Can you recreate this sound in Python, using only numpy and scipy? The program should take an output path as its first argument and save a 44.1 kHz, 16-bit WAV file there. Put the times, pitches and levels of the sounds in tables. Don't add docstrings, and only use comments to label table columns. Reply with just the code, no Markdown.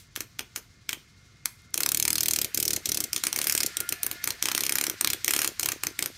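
import sys
import numpy as np
from scipy import signal
from scipy.fft import rfft, irfft, next_fast_len
from scipy.io import wavfile
from scipy.ndimage import uniform_filter1d

SR = 44100
rng = np.random.default_rng(int(sys.argv[2]) if len(sys.argv) > 2 else 0)


def invert_db(x):
    u = np.asarray(x, float) / 20
    return 10 ** u


def to_wav(sig):
    pcm = np.clip(np.atleast_2d(sig), -1, 1) * 32767
    pcm = np.round(pcm).astype(np.int16)
    wavfile.write(sys.argv[1], SR, pcm.T)


N = 272097
STROKE, LONG = 2048, next_fast_len(N)

# (f/Hz, width/Hz, level/dB)
WING_MODES = [(357.4, 157, -15.5), (588, 260, -20.5), (1337, 1125, -5.5), (2388, 507, 1.5), (3187, 564, -3),
              (4390, 680, -3.5), (5150, 515, -2), (6154, 880, -0.5), (7055, 1230, -2), (9130, 2060, -5.5),
              (11534, 1120, -5), (13540, 2300, -8)]
# (f/Hz, width/Hz)
OVERTONES = [(1408, 190), (1750, 190), (2120, 95)]


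def level(x, db):
    return x * invert_db(db) / np.sqrt(np.mean(x ** 2))


def modes(table, size):
    f = np.fft.rfftfreq(size, 1 / SR)
    total = 0
    for k, (hz, width, db) in enumerate(table):
        damping = 1j * f * width
        total = total + (-1) ** k * invert_db(db) * damping / (hz ** 2 - f ** 2 + damping)
    return total


def shape(x, response):
    return irfft(rfft(x) * response, x.shape[-1])


def band(hz, width):
    noise = rng.standard_normal(LONG)
    return level(shape(noise, modes([(hz, width, 0)], LONG) ** 2)[:N], 0)


def curve(table, col):
    table = np.array(table)
    return np.interp(np.arange(N) / SR, table[:, 0], table[:, col])


def walk(rate):
    k = int(SR / rate)
    held = np.repeat(rng.standard_normal(N // k + 1), k)
    return 1.4 * uniform_filter1d(held, k)[:N]


def place(times, grains):
    out = np.zeros(N + 2 * STROKE)
    for s, grain in zip(times, grains):
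        i = int(s * SR)
        out[i:i + STROKE] += grain
    return out[:N]


def bump(ms, at, rise, fall):
    d = ms - at
    return np.where(d < 0, np.exp(np.minimum(d, 0) / rise), np.exp(-np.maximum(d, 0) / fall))


def beats():
    # (first slap t/s, last slap t/s, slaps, peak level/dB)
    run_table = [(.1607, .205, 2, -14), (1.7416, 1.946, 8, -6.5), (1.9718, 2.0784, 5, -7.5),
                 (2.1036, 2.3342, 10, -8), (2.3602, 2.4447, 4, -9), (2.574, 2.7619, 8, -9.5),
                 (2.8565, 2.972, 5, -10.5), (3.0034, 3.039, 2, -11.5), (3.1307, 3.162, 2, -8.5),
                 (3.237, 3.268, 2, -6.5), (3.3278, 3.4417, 5, -10.5), (3.4695, 3.662, 8, -8),
                 (3.769, 3.8027, 2, -7.5), (3.8899, 3.9236, 2, -7.5), (4.0312, 4.0644, 2, -6.5),
                 (4.2401, 4.3045, 3, -8), (4.4556, 4.515, 3, -8.5), (4.5487, 4.7223, 7, -8),
                 (4.784, 4.8976, 5, -8), (5.0456, 5.1324, 4, -6.5), (5.2451, 5.3354, 4, -6),
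                 (5.3631, 5.4754, 5, -7.5), (5.63, 5.7184, 4, -7.5), (5.835, 5.8682, 2, -8),
                 (6.0245, 6.059, 2, -9)]
    # (t/s, peak level/dB)
    lone_slaps = [(.392, -12), (0.5602, -12.5), (.8913, -9.5), (.9292, -14), (1.4564, -4.5), (2.5451, -9.5),
                  (4.113, -11.5), (4.425, -5), (4.7546, -6), (5.0102, -2), (5.5956, -7), (5.9906, -8.5)]
    rest_s = .045
    start_lag, end_lag, end_lag_beats = .22, .14, .8
    runs = sorted([*run_table, *[(s, s, 1, db) for s, db in lone_slaps]])
    rows = []
    for k, (first, last, count, db) in enumerate(runs):
        opens = k == 0 or first - runs[k - 1][1] > rest_s
        closes = k + 1 == len(runs) or runs[k + 1][0] - last > rest_s
        n = np.arange(round(count))
        tiring = np.exp((n - n[-1]) / end_lag_beats)
        gap = 1 + opens * start_lag * (n == 1) + closes * end_lag * tiring
        done = np.cumsum(gap) - gap[0]
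        times = first + (last - first) * done / max(done[-1], 1)
        rows.append([times, db + 0 * n, opens & (n == 0), closes & (n == n[-1]) & (n > 0)])
    return np.concatenate(rows, axis=1)


def slaps():
    # (t/s, wing base level/dB, wing tip level/dB, contact/ms, upstroke level re slap/dB)
    posture = [(.2, -12.5, -18, 2.5, -14), (.9, -15, -19, 2.5, -20.5), (1.46, -23, -19, 2, -32),
               (1.8, -18.5, -16, 1.96, -23), (1.97, -25.5, -18, 2.7, -49), (2.1, -26, -18, 2.6, -27),
               (2.27, -22.5, -16.5, 3, -25), (2.4, -27, -18, 3.3, -24), (3.04, -28.5, -21, 3.44, -22),
               (3.15, -21, -21.5, 2.4, -19), (3.45, -14.5, -13, 2.44, -16), (3.62, -24, -19.5, 2.76, -24.5),
               (3.88, -23.5, -16.5, 2.8, -27), (4.05, -12.5, -7.5, 2.57, -21), (4.45, -17.5, -18, 2, -17.5),
               (5.08, -16, -16, 2.14, -25.5), (5.3, -18, -17.5, 2.24, -17.5), (6.05, -14, -16, 2, -20.5)]
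    first_contact, first_base_db, last_db = 0.78, -3.5, -1.5
    scatter_db, base_scatter_db, tip_scatter_db, up_scatter_db = .8, 2, 1.5, 2.5
    contact_scatter, spread_db = .12, -1
    s, db, opens, closes = beats()
    base, tip, contact, up = (curve(posture, k)[(s * SR).astype(int)] for k in range(1, 5))
    luck = np.clip(rng.standard_normal((len(s), 5)).T, -1.6, 1.6)
    return np.array([
        s,
        db + last_db * closes + scatter_db * luck[0] + spread_db * luck[3],
        base + first_base_db * opens + base_scatter_db * luck[1],
        tip + tip_scatter_db * luck[2],
        contact * first_contact ** opens * np.exp(contact_scatter * luck[3]),
        up + up_scatter_db * luck[4]])


def crackle(count, scatter_db):
    draw = rng.standard_normal((count, 2, STROKE))
    sizes_db = scatter_db * np.repeat(draw[:, 1, ::8], 8, axis=1)
    return draw[:, 0] * invert_db(sizes_db)


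def wings():
    s, peak_db, mid_db, top_db, contact, up_db = slaps()[:, :, None]
    ms = np.arange(STROKE) / SR * 1000 - 5
    luck = rng.random((len(s), 4)).T[:, :, None]
    contact = np.clip(contact, .4, 8)

    roll = np.exp(-(np.maximum(ms - .6, 0) / (2.52 * contact)) ** 3) * bump(ms, 0.576, 0.22, 8.63)
    second_ms = 0.83 + 1.137 * contact * (0.683 + .5 * luck[1])
    slap = 0.797 * bump(ms, 0.65, 0.2, 0.75) + 0.078 * contact ** 2 * roll
    slap = slap + 0.047 * contact ** 2 * luck[0] * bump(ms, second_ms, 0.25, 0.31)
    slap = slap + invert_db(-23.0) * bump(ms, 0, 2.54, 2.3)
    up = bump(ms, 12.3 + 3.8 * luck[2], 0.73, 3.09) + 0.54 * bump(ms, 6.5, 3.3, 25.0)
    up = invert_db(up_db) * up

    f = np.fft.rfftfreq(STROKE, 1 / SR)
    tilt = (mid_db + 12.5) / (1 + (f / 3000) ** 4) / (1 + (550 / (f + 1)) ** 3)
    tilt = tilt + (top_db + 20) / (1 + (8000 / (f + 1)) ** 6)
    patch_db, patch_hz = 2.5, 700
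    snaps = crackle(len(s), scatter_db=3.0)
    knots = rng.standard_normal((len(s), 40))
    tilt = tilt + patch_db * np.array([np.interp(f / patch_hz, np.arange(len(k)), k) for k in knots])
    body = invert_db(tilt) * modes(WING_MODES, STROKE)

    crack = 6.96 / contact * np.sign(luck[3] - .3) * np.exp(-((ms - .55) / 0.029) ** 2)
    blow = snaps * slap + crack
    uneven = uniform_filter1d(np.abs(rfft(blow)) ** 2, size=40, axis=1)
    even = (uneven / uneven.mean(axis=1, keepdims=True)) ** -.14
    down = shape(blow, body * even)
    energy = np.sqrt(np.sum(down ** 2, axis=1, keepdims=True) / contact)
    usual_peak = np.median(np.abs(down).max(axis=1, keepdims=True) / energy)
    scale = invert_db(peak_db) / energy / usual_peak
    return place(s[:, 0] - .005, scale * (down + shape(snaps * up, body)))


def ticks():
    # (t/s, peak level/dB)
    touches = [(0.155, -31), (0.3878, -33), (0.554, -39), (0.9215, -26), (1.3254, -62), (1.3704, -62),
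               (1.4784, -45), (1.6187, -49), (1.7055, -49), (5.5224, -39), (5.7564, -46)]
    s, peak_db = np.array(touches).T
    ms = np.arange(STROKE) / SR * 1000
    g = crackle(len(s), scatter_db=3.0) * bump(ms, 0.27, 0.1, 1.0)
    g = shape(g, modes(WING_MODES[5:], STROKE))
    return place(s, g * invert_db(peak_db)[:, None] / np.abs(g).max(axis=1, keepdims=True))


def beating():
    hold_s, rise_db_s, fall_db_s = 0.035, 900, 476
    wake_s = 0.014
    s, _, opens, _ = beats()
    s = np.concatenate([[-1], s + wake_s * opens, [N / SR + 1]])
    t = np.arange(N) / SR
    k = np.searchsorted(s, t)
    waited = wake_s * np.r_[0, opens][k - 1]
    rising = -rise_db_s * (s[k] - t)
    sinking = -fall_db_s * np.maximum(t - s[k - 1] - hold_s + waited, 0)
    return np.maximum(rising, sinking)


def strokes(delays_ms, ring, rough, rest, scatter_db):
    s = beats()[0]
    push = np.zeros(N + SR)
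    size = invert_db(scatter_db * rng.standard_normal((len(s), len(delays_ms))))
    for k, (ms, db) in enumerate(delays_ms):
        push[((s + ms / 1000) * SR).astype(int)] += invert_db(db) * size[:, k]
    drive = level(push[:LONG], 0) + rough * rng.standard_normal(LONG)
    x = shape(drive, modes(ring, LONG) ** 2)[:N]
    power = uniform_filter1d(uniform_filter1d(x ** 2, 3000), 3000)
    return x / np.sqrt(power / np.mean(x ** 2) + rest) / np.std(x)


def air():
    # (t/s, low air level/dB, board thud level/dB)
    vigour = [(.2, -58.5, -49.5), (.58, -58, -51.5), (.93, -58, -51), (1.46, -66, -82), (1.79, -57, -44),
              (2.04, -46, -51), (2.47, -49.5, -44.5), (2.62, -46, -43.5), (2.9, -47.5, -44.5),
              (3.14, -55.5, -48.5), (3.6, -50.5, -43), (4.14, -52, -49), (4.9, -59.5, -43), (5.1, -48, -47),
              (5.3, -58.5, -42.5), (5.7, -49, -46), (6.05, -53.5, -46)]
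    still_air_db, still_thud_db = -67, -76
    pump = strokes([(-6.0, 0)], [(98, 90, 0)], rough=.2, rest=.02, scatter_db=1.2)
    thud = strokes([(1.0, 5.2), (13.5, 2.7), (42.0, 1.07)], [(320.5, 247, 1), (805, 750, -10.5)],
                   rough=0.39, rest=0.19, scatter_db=5.5)
    gate_db = beating()
    pump_db = np.maximum(curve(vigour, 1) + gate_db, still_air_db)
    thud_db = np.maximum(curve(vigour, 2) + gate_db, still_thud_db)
    return invert_db(pump_db) * pump + invert_db(thud_db) * thud


def room(x):
    # (f/Hz, t60/s, level/dB)
    echo_bands = [(325, 0.14, -15.5), (990, 0.59, -27), (2500, 0.22, -18.5), (6000, 0.085, -31),
                  (12200, 0.3, -20.5)]
    size = SR // 2
    t = np.arange(size) / SR
    tail = 0
    for hz, t60, db in echo_bands:
        echo = shape(rng.standard_normal(size), modes([(hz, hz, 0)], size))
        echo = echo * 1000. ** (-t / t60) * np.minimum(t / 0.0036, 1)
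        tail = tail + invert_db(db) * echo / np.sqrt(np.sum(echo ** 2))
    return signal.fftconvolve(x, tail)[:N]


def overtone(k):
    # (t/s, peak level/dB, time to sink 10 dB/s, overtone f/Hz)
    swells = [(1.53, -61, .07, 2120), (1.69, -62, .05, 1408), (3.1, -61, 1.1, 1408), (3.1, -63.5, .6, 1750),
              (3.2, -59, 3, 2120), (3.62, -58, 0.5, 1408), (3.84, -49, 0.12, 1408),
              (3.82, -55.5, .12, 2120), (4.03, -53.5, 0.5, 1750), (4.18, -56, .15, 2120),
              (4.15, -59, 0.7, 1408), (4.9, -62, 5, 1408), (5.95, -61, 0.5, 1408), (6.1, -70, 7, 1750)]
    rest_db = [-75, -72.5, -70.5]
    t = np.arange(N) / SR
    db = np.full(N, 1. * rest_db[k])
    for s, peak_db, sink_s, hz in swells:
        if abs(hz / OVERTONES[k][0] - 1) < .1:
            db = np.maximum(db, peak_db - 10 * np.abs(t - s) / sink_s)
    return db


def outside():
    # (t/s, broad drone level/dB, hiss level/dB)
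    backdrop_levels = [(0.0, -65.5, -62.5), (1.77, -65.5, -60), (1.92, -50, -64), (2.1, -47.5, -51),
                       (3.18, -46.5, -49), (3.47, -43.5, -43), (3.8, -43.5, -47.5), (4.33, -44, -46.5),
                       (4.67, -40.5, -51), (5.12, -44.5, -44.5), (5.22, -45, -48), (6.17, -52, -50.5)]
    # (f/Hz, density/dB per Hz)
    hush_tilt = [(18, -55), (30, -12), (112, -3), (131, -5.5), (227, -14.5), (584, -29), (702, -37),
                 (1160, -26), (1390, -32), (3140, -30.5), (6210, -28.5), (14400, -65), (16000, -56)]
    hush_db = -57
    whine = 0
    for k, (hz, width) in enumerate(OVERTONES):
        db = overtone(k)
        tone = np.sin(2 * np.pi * np.cumsum(hz + 9.0 * walk(10)) / SR) * np.clip((db + 67) / 6, 0, 1.5)
        whine = whine + invert_db(db + walk(16)) * (tone + 0.708 * band(hz, width))
    whine = whine + invert_db(overtone(k=1)) * (invert_db(-8.5) * band(702, 75) + invert_db(-4.5) * band(2450, 150))
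    drone = invert_db(curve(backdrop_levels, 1) - 7.0 + 0.58 * walk(9)) * band(1890, 1560)
    hiss = invert_db(curve(backdrop_levels, 2) - 4.5 + 2.25 * walk(36)) * band(4440, 4580)
    hz, db = np.array(hush_tilt).T
    tilt = np.interp(np.log(np.fft.rfftfreq(LONG, 1 / SR) + 1), np.log(hz), db)
    hush = shape(rng.standard_normal(LONG), invert_db(tilt))[:N]
    return whine + drone + hiss + level(hush, hush_db - 0.5)


def scene():
    near = wings() + ticks()
    fading = invert_db(-51) * band(4730, 13000) * 1000. ** (-np.arange(N) / SR / 0.198)
    mono = near + room(near) + fading + air() + outside()
    return np.array([mono, mono])


def low_pass(x):
    return signal.sosfilt(signal.butter(12, 16470, fs=SR, output="sos"), x)


def record(dry):
    lowpass = signal.ellip(6, .5, 45, 15500, fs=SR, output="sos")
    top = signal.sosfilt(lowpass, dry[0])
    f, _, z = signal.stft(top, SR, nperseg=512)
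    power = uniform_filter1d(np.abs(z) ** 2, size=6, axis=0)
    wide = uniform_filter1d(power, size=60, axis=0)
    between = wide < .6 * uniform_filter1d(wide, size=7, axis=1)
    weak = power < invert_db(-6.5) * wide
    z = np.where(between & weak & (f[:, None] > 5500), invert_db(-18) * z, z)
    third = (3 * np.log2(f + 50)).astype(int) - 16
    patch = rng.random((40, z.shape[1] // 4 + 1))[third].repeat(4, axis=1)
    apart = (patch[:, :z.shape[1]] < .33) & (f[:, None] > 450)
    turned = z * np.exp(2j * np.pi * rng.random(z.shape))
    mid = signal.istft(z, SR, nperseg=512)[1][:N]
    side = signal.istft(invert_db(-21) * apart * turned, SR, nperseg=512)[1][:N]
    return low_pass(np.array([mid + side, mid - side]))


dry = scene()
out = record(dry)
to_wav(out)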